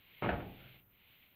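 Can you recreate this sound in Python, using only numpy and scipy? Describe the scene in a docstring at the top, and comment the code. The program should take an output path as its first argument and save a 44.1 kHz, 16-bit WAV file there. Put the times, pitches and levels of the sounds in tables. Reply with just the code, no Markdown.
"""A quick cluster of dull thuds as rope rigging jerks taut against timbers, heard inside a wooden barn.
A faint pulley squeak leads in; the rope creaks under the load and the pulley block knocks. Near boards
echo each blow, the building booms and dies away, and the rope rubs and hums as it settles.
One microphone, mono. Behind it all: a soft hiss that swells and briefly drops out, a thin high hiss
and a faint rumble."""
import sys
import numpy as np
from scipy import signal
from scipy.fft import rfft, irfft
from scipy.io import wavfile

SR = 44100
rng = np.random.default_rng(int(sys.argv[2]) if len(sys.argv) > 2 else 0)


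def pcm_store(signal):
    """Save signal as 16-bit PCM."""
    levels = np.round(np.clip(np.atleast_2d(signal), -1, 1) * 32767)
    wavfile.write(sys.argv[1], SR, levels.astype(np.int16).T)


N = 59535
T = np.arange(N) / SR

# Blows on the timbers. Each row: start in seconds, relative level in dB, contact time in ms.
TIMBER_BLOWS = [(0.2148, -23.5, .9), (0.2227, -1, 0.3), (.244, 0, 0.37), (0.2614, 5, 0.67),
                (.277, -0.5, 0.76), (.323, -7, 1), (.33, -5, 0.31), (.386, -10, 0.8), (0.403, -11.5, 0.26),
                (.545, -15, 3.0), (0.661, -15, 3.64), (.742, -12.5, 4.4)]
# Knocks of the pulley block. Each row: start in seconds, relative level in dB.
BLOCK_KNOCKS = [(.2885, -10.5), (.2912, 0), (.2975, -9), (.3055, -8)]

# How each body rings. Each row: frequency in Hz, relative level in dB, seconds to fall 60 dB.
TIMBER_MODES = [(132.9, -10.5, 0.82), (176.7, -3, 0.12), (209.4, 2.5, 0.41), (274, -7.5, 0.39),
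                (340.9, -6, 1), (377.6, -2.5, 0.59), (400, -16.5, 0.1), (620, -15.5, 0.25),
                (751, 2.5, 0.52), (860, 0.5, 0.34), (826, 4, 0.43), (1095, -12.5, 0.74), (1103, -3.5, 0.18),
                (1269, 6.5, 0.33)]
BLOCK_MODES = [(618, -20, .1), (718, 2.5, .22), (750, -5, 0.065), (910, -5, 0.17), (1526, -3, .11),
               (1564, 2.5, 0.034), (1711, 4.5, 0.21), (1740, -13.5, 0.082)]
CREAK_MODES = [(1281, -0.5, 0.15), (1360, -8, 0.01), (1780, 4, 0.005), (2172, -5.5, 0.045),
               (2447, -7.5, 0.031)]
BUILDING_MODES = [(42.8, -8.5, 1.6), (62.15, 4, 0.43), (68.7, 0.5, 0.17), (83.2, 2, .6)]

# Colour of each crack and noise. Each row: frequency in Hz, relative spectral density in dB.
TIMBER_CRACK_COLOUR = [(30, -37.5), (85, -15.5), (170, 0.5), (300, -6), (540, -5.5), (820, -0.5),
                       (1000, -6.5), (1400, -7), (2400, -5), (3200, -13.5), (4200, -23.5), (5300, -40),
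                       (6500, -86)]
BLOCK_CRACK_COLOUR = [(30, -24), (150, -9), (420, -3), (560, -1.5), (800, 1), (1050, -9.5), (1620, -2.5),
                      (2000, -8), (2500, -6), (3200, -14.5), (4200, -25.5), (5300, -45), (6500, -84.5)]
BOOM_COLOUR = [(20, -17), (40, -7.5), (62, -0.5), (80, -5.5), (110, 2.5), (200, -30), (500, -73)]
RUB_COLOUR = [(100, -17), (300, -7), (650, 1.5), (1000, -15.5), (1450, 4), (1750, -3), (2300, -11),
              (3000, -17), (5000, -53)]
SOFT_HISS_COLOUR = [(100, -4.5), (500, -13), (1000, -12.5), (1450, -12), (1850, -7), (2100, 1), (2450, 0.5),
                    (3100, -0.5), (3700, -6.5), (4400, -17), (5300, -38.5), (7000, -61)]
HIGH_HISS_COLOUR = [(5000, -32.5), (10500, -30.5), (11300, -16.5), (12200, -12), (13000, -5), (13800, 0),
                    (14600, -4), (15500, -15.5)]
RUMBLE_COLOUR = [(20, -19.5), (65, 0.5), (170, -3), (300, -9.5), (700, -16), (1500, -15.5),
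                 (3000, -30), (5500, -55), (9000, -85.5)]

# Treble loss of the ringing parts. Each row: frequency in Hz, relative gain in dB.
RING_TREBLE_LOSS = [(2500, -3.5), (4000, -5), (6000, -54)]
# Reverberation of the barn. Each row: frequency in Hz, seconds to fall 60 dB.
BARN_T60 = [(60, 0.95), (150, 0.73), (400, 0.8), (800, 0.52), (1500, 0.37), (4000, 0.33)]
# Level of the two background hisses over time. Each row: time in seconds, level in dB.
SOFT_HISS_LEVEL = [(0, -67.5), (.17, -62), (.26, -59.5), (.5, -64), (.62, -61.5), (.76, -63), (.8, -69),
                   (.845, -87.5), (.89, -83.5), (.93, -75), (1.01, -69), (1.13, -65.5), (1.19, -69),
                   (1.24, -65), (1.29, -72), (1.35, -72)]
HIGH_HISS_LEVEL = [(0, -73), (.12, -71), (.18, -69.5), (.23, -68.5), (.26, -73), (.33, -72.5), (.38, -69),
                   (.43, -73), (.47, -69), (.7, -69.5), (.82, -70.5), (1.03, -74), (1.1, -70.5),
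                   (1.25, -70.5), (1.35, -71.5)]


def timber_thuds():
    """The rope snatches at the timbers in a cluster of dull blows, then bumps softly as it settles."""
    force = sum(blow(at, db, contact_ms) for at, db, contact_ms in TIMBER_BLOWS)
    return undb(-4.5) * struck_wood(force, TIMBER_CRACK_COLOUR, TIMBER_MODES, ring_db=-5.5, room_db=-1)


def block_knocks():
    """The pulley block knocks and rebounds in short, hard contacts."""
    force = sum(blow(at, db, contact_ms=0.089) for at, db in BLOCK_KNOCKS)
    return undb(-9) * struck_wood(force, BLOCK_CRACK_COLOUR, BLOCK_MODES, ring_db=7, room_db=0)


def blow(at, db, contact_ms):
    """The force of one blow; a longer contact is duller."""
    force = (T >= at) * np.exp(-np.maximum(T - at, 0) * 1000 / contact_ms)
    return undb(db) * force / force.sum()


def struck_wood(force, colour, modes, ring_db, room_db):
    """A crack and a ring reach the microphone directly and by way of the barn."""
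    crack = wood_smear(convolve(force, causal_response(colour)))
    ring = undb(ring_db) * convolve(force, muffled_ring(modes))
    into_room = crack + undb(-17.5) * ring  # the ring sends less into the room than the crack
    return crack + ring + undb(room_db) * barn_echoes(into_room)


def wood_smear(crack):
    """Travelling through wood spreads a sharp crack over a few milliseconds."""
    for hz in (500, 1300, 2330):
        b, a = signal.iirpeak(hz, Q=1.27, fs=SR)
        crack = crack - 2 * signal.lfilter(b, a, crack)  # all-pass: delays this range a little
    return crack


def muffled_ring(modes):
    """The decaying modes of a struck body, without the click at their start."""
    ring = sum(undb(db) * fade(t60) * np.sin(2 * np.pi * hz * T) for hz, db, t60 in modes)
    return unit_energy(convolve(ring, causal_response(RING_TREBLE_LOSS)))


def rope_creak():
    """A short burst of tiny slips as the rope takes the load."""
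    slips_per_s = 3000
    slips = random_clicks(slips_per_s) * np.sqrt(SR / slips_per_s)  # rms near 1
    burst = slips * swell(at=0.2437, width_s=0.011)
    return undb(-35) * convolve(burst, muffled_ring(CREAK_MODES))


def building_boom():
    """Walls and floor take up the jolt slowly, swing in a few low modes and rumble on."""
    start_s, rise_s = 0.235, 0.095
    rise = np.clip((T - start_s) / rise_s, 0, 1) ** 2
    since_peak = T - start_s - rise_s
    envelope = lambda t60: rise * fade(t60, np.maximum(since_peak, 0))
    swing = sum(undb(db) * envelope(t60) * np.sin(2 * np.pi * hz * since_peak)
                for hz, db, t60 in BUILDING_MODES)
    rumble = envelope(t60=1.0) * noise(BOOM_COLOUR)
    return undb(-48) * swing + undb(-45.5) * rumble


def pulley_squeak():
    """The sheave gives a thin, unsteady, falling squeak just before the thuds."""
    at, centre_hz, sag_hz_per_s = 0.18, 2142, 1800
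    waver = 0.005 * noise([(150, 0), (600, -40), (2000, -100)])
    hz = (centre_hz - sag_hz_per_s * (T - at)) * (1 + waver)
    return undb(-63.5) * swell(at, width_s=0.012) * tone(hz)


def rope_rub():
    """The taut rope rubs faintly and hums as it settles."""
    waver = 0.0083 * noise([(15, 0), (60, -40), (200, -100)])
    hum = swell(at=0.634, width_s=0.09) * tone(hz=130 * (1 + waver))
    rub = swell(at=0.636, width_s=0.047) * noise(RUB_COLOUR)
    return undb(-65.5) * rub + undb(-60) * hum


def barn_echoes(sound):
    """Echoes off near boards, then a diffuse tail in which the lows stay longest."""
    build_up = 1 - np.exp(-T / 0.0013)
    early = random_clicks(per_s=2500) * fade(t60=0.17) * build_up
    lowest_hz = 40
    octave = np.log2(np.maximum(np.fft.rfftfreq(N, 1 / SR), lowest_hz) / lowest_hz)
    spectrum = rfft(rng.standard_normal(N))
    tail = np.zeros(N)
    for k in range(9):
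        band = irfft(spectrum * np.maximum(1 - abs(octave - k), 0), N)
        tail += band * fade(over_hz(BARN_T60, lowest_hz * 2 ** k))
    return convolve(sound, undb(2.5) * unit_energy(early) + undb(-2.5) * unit_energy(tail * build_up))


def background():
    """Background: a soft hiss that swells and briefly drops out, a thin high hiss and a low rumble."""
    gain = lambda levels: undb(np.interp(T, *np.array(levels).T))
    soft_hiss = gain(SOFT_HISS_LEVEL) * noise(SOFT_HISS_COLOUR)
    high_hiss = gain(HIGH_HISS_LEVEL) * noise(HIGH_HISS_COLOUR)
    return soft_hiss + high_hiss + undb(-74.5) * noise(RUMBLE_COLOUR)


def undb(db):
    """Decibels to gain."""
    return 10 ** (np.asarray(db) / 20)


def unit_energy(x):
    """Scale to an energy of one."""
    return x / np.sqrt(np.sum(x ** 2))


def fade(t60, age=T):
    """A decay of 60 dB in t60 seconds."""
    return np.exp(-np.log(1000) * age / t60)


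def swell(at, width_s):
    """A smooth rise and fall around a moment given in seconds."""
    return np.exp(-.5 * ((T - at) / width_s) ** 2)


def tone(hz):
    """A sine that follows a moving pitch, rms 1."""
    return np.sqrt(2) * np.sin(2 * np.pi * np.cumsum(hz) / SR)


def random_clicks(per_s):
    """Impulses of either sign at random moments."""
    return (rng.random(N) < per_s / SR) * rng.choice([-1, 1], N)


def convolve(x, response):
    """Pass a sound through a response."""
    return signal.fftconvolve(x, response)[:N]


def over_hz(table, hz):
    """Read a table on a log-frequency axis."""
    table_hz, values = np.array(table, float).T
    return np.interp(np.log(np.maximum(hz, 1)), np.log(table_hz), values)


def spectral_gain(colour):
    """The gain of a colour at every frequency bin."""
    return undb(over_hz(colour, np.fft.rfftfreq(N, 1 / SR)))


def noise(colour):
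    """Noise of rms 1, coloured by rows of frequency in Hz and relative level in dB."""
    x = irfft(rfft(rng.standard_normal(N)) * spectral_gain(colour), N)
    return x / x.std()


def causal_response(colour):
    """The shortest causal response with a given colour."""
    cepstrum = irfft(np.log(spectral_gain(colour)), N)
    cepstrum[1:N // 2] *= 2  # fold onto positive time for minimum phase
    cepstrum[N // 2:] = 0
    return unit_energy(irfft(np.exp(rfft(cepstrum)), N))


def scene():
    """The rigging sounds in the barn, over the background, in mono."""
    rigging = pulley_squeak() + timber_thuds() + rope_creak() + block_knocks()
    return (rigging + building_boom() + rope_rub() + background())[None]


def record(dry):
    """The recorder cuts the top."""
    top_hz = 15700
    return signal.sosfilt(signal.ellip(10, .2, 70, top_hz, fs=SR, output="sos"), dry)


dry = scene()
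out = record(dry)
pcm_store(out)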